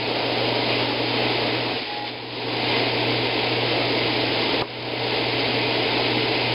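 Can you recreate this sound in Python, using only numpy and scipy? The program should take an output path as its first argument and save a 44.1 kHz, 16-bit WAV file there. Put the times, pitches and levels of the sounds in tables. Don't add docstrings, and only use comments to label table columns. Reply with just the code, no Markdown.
import sys
import numpy as np
from scipy import signal
from scipy.fft import rfft, irfft
from scipy.io import wavfile
from scipy.ndimage import uniform_filter1d

SR = 44100
rng = np.random.default_rng(int(sys.argv[2]) if len(sys.argv) > 2 else 0)


def unload_audio(sound):
    columns = np.transpose(np.atleast_2d(sound))
    steps = np.round(np.clip(columns, -1, 1) * 32767)
    wavfile.write(sys.argv[1], SR, steps.astype(np.int16))


N = 288395
T = np.arange(N) / SR


def undb(db):
    return 10 ** (np.asarray(db) / 20)


def unit(x):
    return x / np.sqrt(np.mean(x ** 2))


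def colour(x, points):
    point_hz, point_db = np.transpose(points)
    f_hz = np.maximum(np.fft.rfftfreq(N, 1 / SR), 1)
    gain_db = np.interp(np.log(f_hz), np.log(point_hz), point_db)
    return unit(irfft(rfft(x) * undb(gain_db), N))


def resonate(x, modes):
    f_hz, drive = np.fft.rfftfreq(N, 1 / SR), rfft(x)
    total = np.zeros(N)
    for mode_hz, width_hz, level_db in modes:
        response = f_hz / (f_hz * width_hz + 1j * (f_hz ** 2 - mode_hz ** 2))
        total += undb(level_db) * unit(irfft(drive * response, N))
    return total


def walk(rate_hz):
    step = max(int(SR / rate_hz), 1)
    held = np.repeat(rng.standard_normal(N // step + 1), step)
    return unit(uniform_filter1d(held, step)[:N])


def impacts(rate_hz, scatter_db):
    hit = rng.random(N) < rate_hz / SR
    strength = undb(scatter_db * rng.standard_normal(N))
    return unit(hit * rng.choice([-1, 1], N) * strength)


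def swell(start_s, length_s, edge_share=0.35):
    inside_s = np.minimum(T - start_s, start_s + length_s - T)
    return np.sin(np.pi / 2 * np.clip(inside_s / (edge_share * length_s), 0, 1))


def strokes(rows):
    return sum(undb(level_db) * swell(start_s, length_s) for start_s, length_s, level_db in rows)


def tones(modes):
    total = np.zeros(N)
    for mode_hz, waver_hz, level_db in modes:
        pitch_hz = mode_hz + waver_hz * walk(40.5)
        total += undb(level_db) * np.sin(2 * np.pi * np.cumsum(pitch_hz) / SR)
    return np.sqrt(2) * total


def motor(hum_hz=119.9, mains_db=-19, waver_db=1.5):
    phase = 2 * np.pi * hum_hz * T
    hum = undb(waver_db * walk(9)) * np.sin(phase)
    return np.sqrt(2) * (hum + undb(mains_db) * np.sin(phase / 2))


def cabinet(body_db=-3.5, rattle_db=-2):
    # f/Hz, level/dB
    cabinet_colour = [(25, -60), (60, -28), (105, -13), (205, -15), (240, -2), (310, -0.5), (355, -3),
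                      (450, 1), (510, -4.5), (760, -7), (930, -7.5), (1050, -15.5), (1200, -33),
                      (2500, -36)]
    # f/Hz, width/Hz, level/dB
    table_modes = [(316, 6, -17.5), (441, 6, -22), (458, 6, -17), (661, 6, -20), (726, 4, -20),
                   (783, 12, -21), (841, 5, -21), (904, 7, -24), (952, 6, -21), (1036, 6, -27),
                   (1095, 16, -30), (1253, 3, -31), (1300, 25, -31)]
    drive = rng.standard_normal(N) + undb(rattle_db) * impacts(rate_hz=700, scatter_db=2.5)
    body = undb(body_db) * colour(drive, cabinet_colour)
    return body + resonate(rng.standard_normal(N), table_modes)


def blade(ring_db, rasp_db=-0.41, grit_db=-2, flutter_hz=218, flutter=0.061, flicker_db=0.41,
          ring_waver_db=1.5):
    # f/Hz, level/dB
    rasp_colour = [(300, -13.5), (1150, -8), (1320, -9), (1430, -6.5), (1850, -3), (2100, 0.5), (2400, 1.5),
                   (2900, 1), (3600, 0.5), (4900, -1.5), (5400, -7.5), (7000, -7.5)]
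    # f/Hz, width/Hz, level/dB
    blade_modes = [(2060, 4, -20), (2075, 5, -25), (2224, 16, -21), (2360, 60, -21), (2509, 14, -19),
                   (2668, 20, -21), (2860, 26, -24), (3111, 3, -23), (4772, 4, -26)]
    teeth = rng.standard_normal(N) + undb(grit_db) * impacts(rate_hz=4000, scatter_db=-1.0)
    teeth *= 1 + flutter * np.sin(2 * np.pi * flutter_hz * T)
    teeth *= undb(flicker_db * walk(40))
    plate = resonate(rng.standard_normal(N), blade_modes) * undb(ring_waver_db * walk(8.1))
    return undb(rasp_db) * colour(teeth, rasp_colour) + undb(ring_db) * plate


def saw():
    # t/s, level/dB
    level_points = [(0, -25.5), (0.4, -23.5), (0.75, -23), (1.0, -24.5), (1.22, -22), (1.5, -23.5),
                    (1.75, -26), (1.85, -33), (2.05, -32.5), (2.26, -33), (2.5, -26.5), (2.73, -22.5),
                    (3.2, -23.5), (4.5, -22.5), (5.3, -23.5), (6.1, -22.5), (6.54, -23.5)]
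    # start/s, length/s, gain of rasp and ring/dB
    bites = [(0.664, 0.23, 1), (1.728, 0.32, 5), (2.035, 0.075, 5), (2.6, 0.22, 1.2)]
    # start/s, length/s, depth/dB
    hum_sags = [(0.0, 0.4, 3.5), (1.76, 0.23, 6), (4.25, 0.45, 4)]
    reference_db = -20.5
    rasp_db, rumble_db, hum_db = -0.64, 0.5, -12
    ring_db = 4
    hum_follow, ring_follow = 1.0, 0.84
    rise_db_per_s = 0.18

    saw_db = np.interp(T, *np.transpose(level_points))
    extra_db = saw_db - reference_db
    bite_db = sum(gain_db * swell(start_s, length_s) for start_s, length_s, gain_db in bites)
    sag_db = sum(depth_db * swell(start_s, length_s) for start_s, length_s, depth_db in hum_sags)
    rise_db = rise_db_per_s * (T - T.mean())

    rasp_gain = undb(saw_db + rasp_db + bite_db + rise_db)
    rasp = rasp_gain * blade(ring_db + ring_follow * extra_db)
    rumble = undb(saw_db + rumble_db) * cabinet()
    hum = undb(reference_db + hum_db + hum_follow * extra_db - sag_db) * motor()
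    return rasp + rumble + hum


def slide():
    # start/s, length/s, level/dB
    slides = [(0.0, 0.79, -27.5), (0.62, 0.46, -28), (1.14, 0.11, -29.5), (1.3, 0.51, -30), (3.6, 0.3, -28),
              (4.3, 0.28, -30), (4.6, 0.37, -33)]
    # f/Hz, level/dB
    sheet_colour = [(150, -29), (250, -9.5), (420, -5), (530, 10.5), (730, 0.5), (880, -12), (1200, -4),
                    (1700, -14), (2500, -35), (3400, -23), (4200, -10), (5200, -9)]
    return strokes(slides) * colour(impacts(rate_hz=2000, scatter_db=3.5), sheet_colour)


def blade_song(start_s=0.635, length_s=0.15, level_db=-37):
    # f/Hz, pitch waver/Hz, level/dB
    sing_mode = [(2509, 5, 0)]
    return undb(level_db) * swell(start_s, length_s) * tones(sing_mode)


def squeal():
    # start/s, length/s, level/dB
    squeals = [(1.84, 0.28, -30.5), (2.14, 0.12, -41)]
    # f/Hz, pitch waver/Hz, level/dB
    squeal_modes = [(830, 2.1, -3), (716, 11, -13), (1935, 5.9, -15)]
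    return strokes(squeals) * tones(squeal_modes)


def knocks(room_db=-24, room_t60_s=0.18):
    # t/s, level/dB
    knock_times = [(4.6135, -17), (4.6218, 4.5)]
    # f/Hz, level/dB, t60/s
    knock_modes = [(406, -7, 0.14), (504, -13, 0.069), (565, -11, 0.2), (748, 8, 0.014), (963, -6, 0.05),
                   (1200, -9, 0.053), (1390, -17, 0.0036), (2850, -17, 0.026)]
    # f/Hz, level/dB
    workshop_colour = [(120, -20), (330, 0), (700, -7), (1000, 7), (1300, -4), (1900, -10), (5000, -32)]
    ring = np.zeros(N)
    for mode_hz, level_db, t60_s in knock_modes:
        ring += undb(level_db - 60 * T / t60_s) * np.sin(2 * np.pi * mode_hz * T)
    ring /= np.abs(ring).max()
    room_decay = np.exp(-np.log(1000) * T / room_t60_s)
    room = undb(room_db) * room_decay * colour(rng.standard_normal(N), workshop_colour)
    blows = np.zeros(N)
    for t_s, level_db in knock_times:
        blows[int(t_s * SR)] += undb(level_db)
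    return signal.fftconvolve(blows, ring + room)[:N]


def scene():
    return (saw() + slide() + blade_song() + squeal() + knocks())[None]


def gain_control(x, threshold_db=-13, release_db_per_s=25):
    power = np.maximum(uniform_filter1d(x ** 2, size=44), 1e-12)
    over_db = np.maximum(10 * np.log10(power) - threshold_db, 0)
    creep_db = release_db_per_s * T
    return x * undb(creep_db - np.maximum.accumulate(over_db + creep_db, axis=-1))


def record(dry, hiss_db=-38, band_hz=5230, top_hz=15700):
    lowpass = signal.firwin(241, band_hz, fs=SR)[None]
    narrow = signal.fftconvolve(gain_control(dry), lowpass, mode="same")
    loudness = np.sqrt(np.abs(uniform_filter1d(narrow ** 2, size=90)))
    hiss = undb(hiss_db) * loudness * rng.standard_normal(N)
    top_cut = signal.ellip(10, .1, 80, top_hz, fs=SR, output="sos")
    return signal.sosfilt(top_cut, narrow + hiss)


dry = scene()
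out = record(dry)
unload_audio(out)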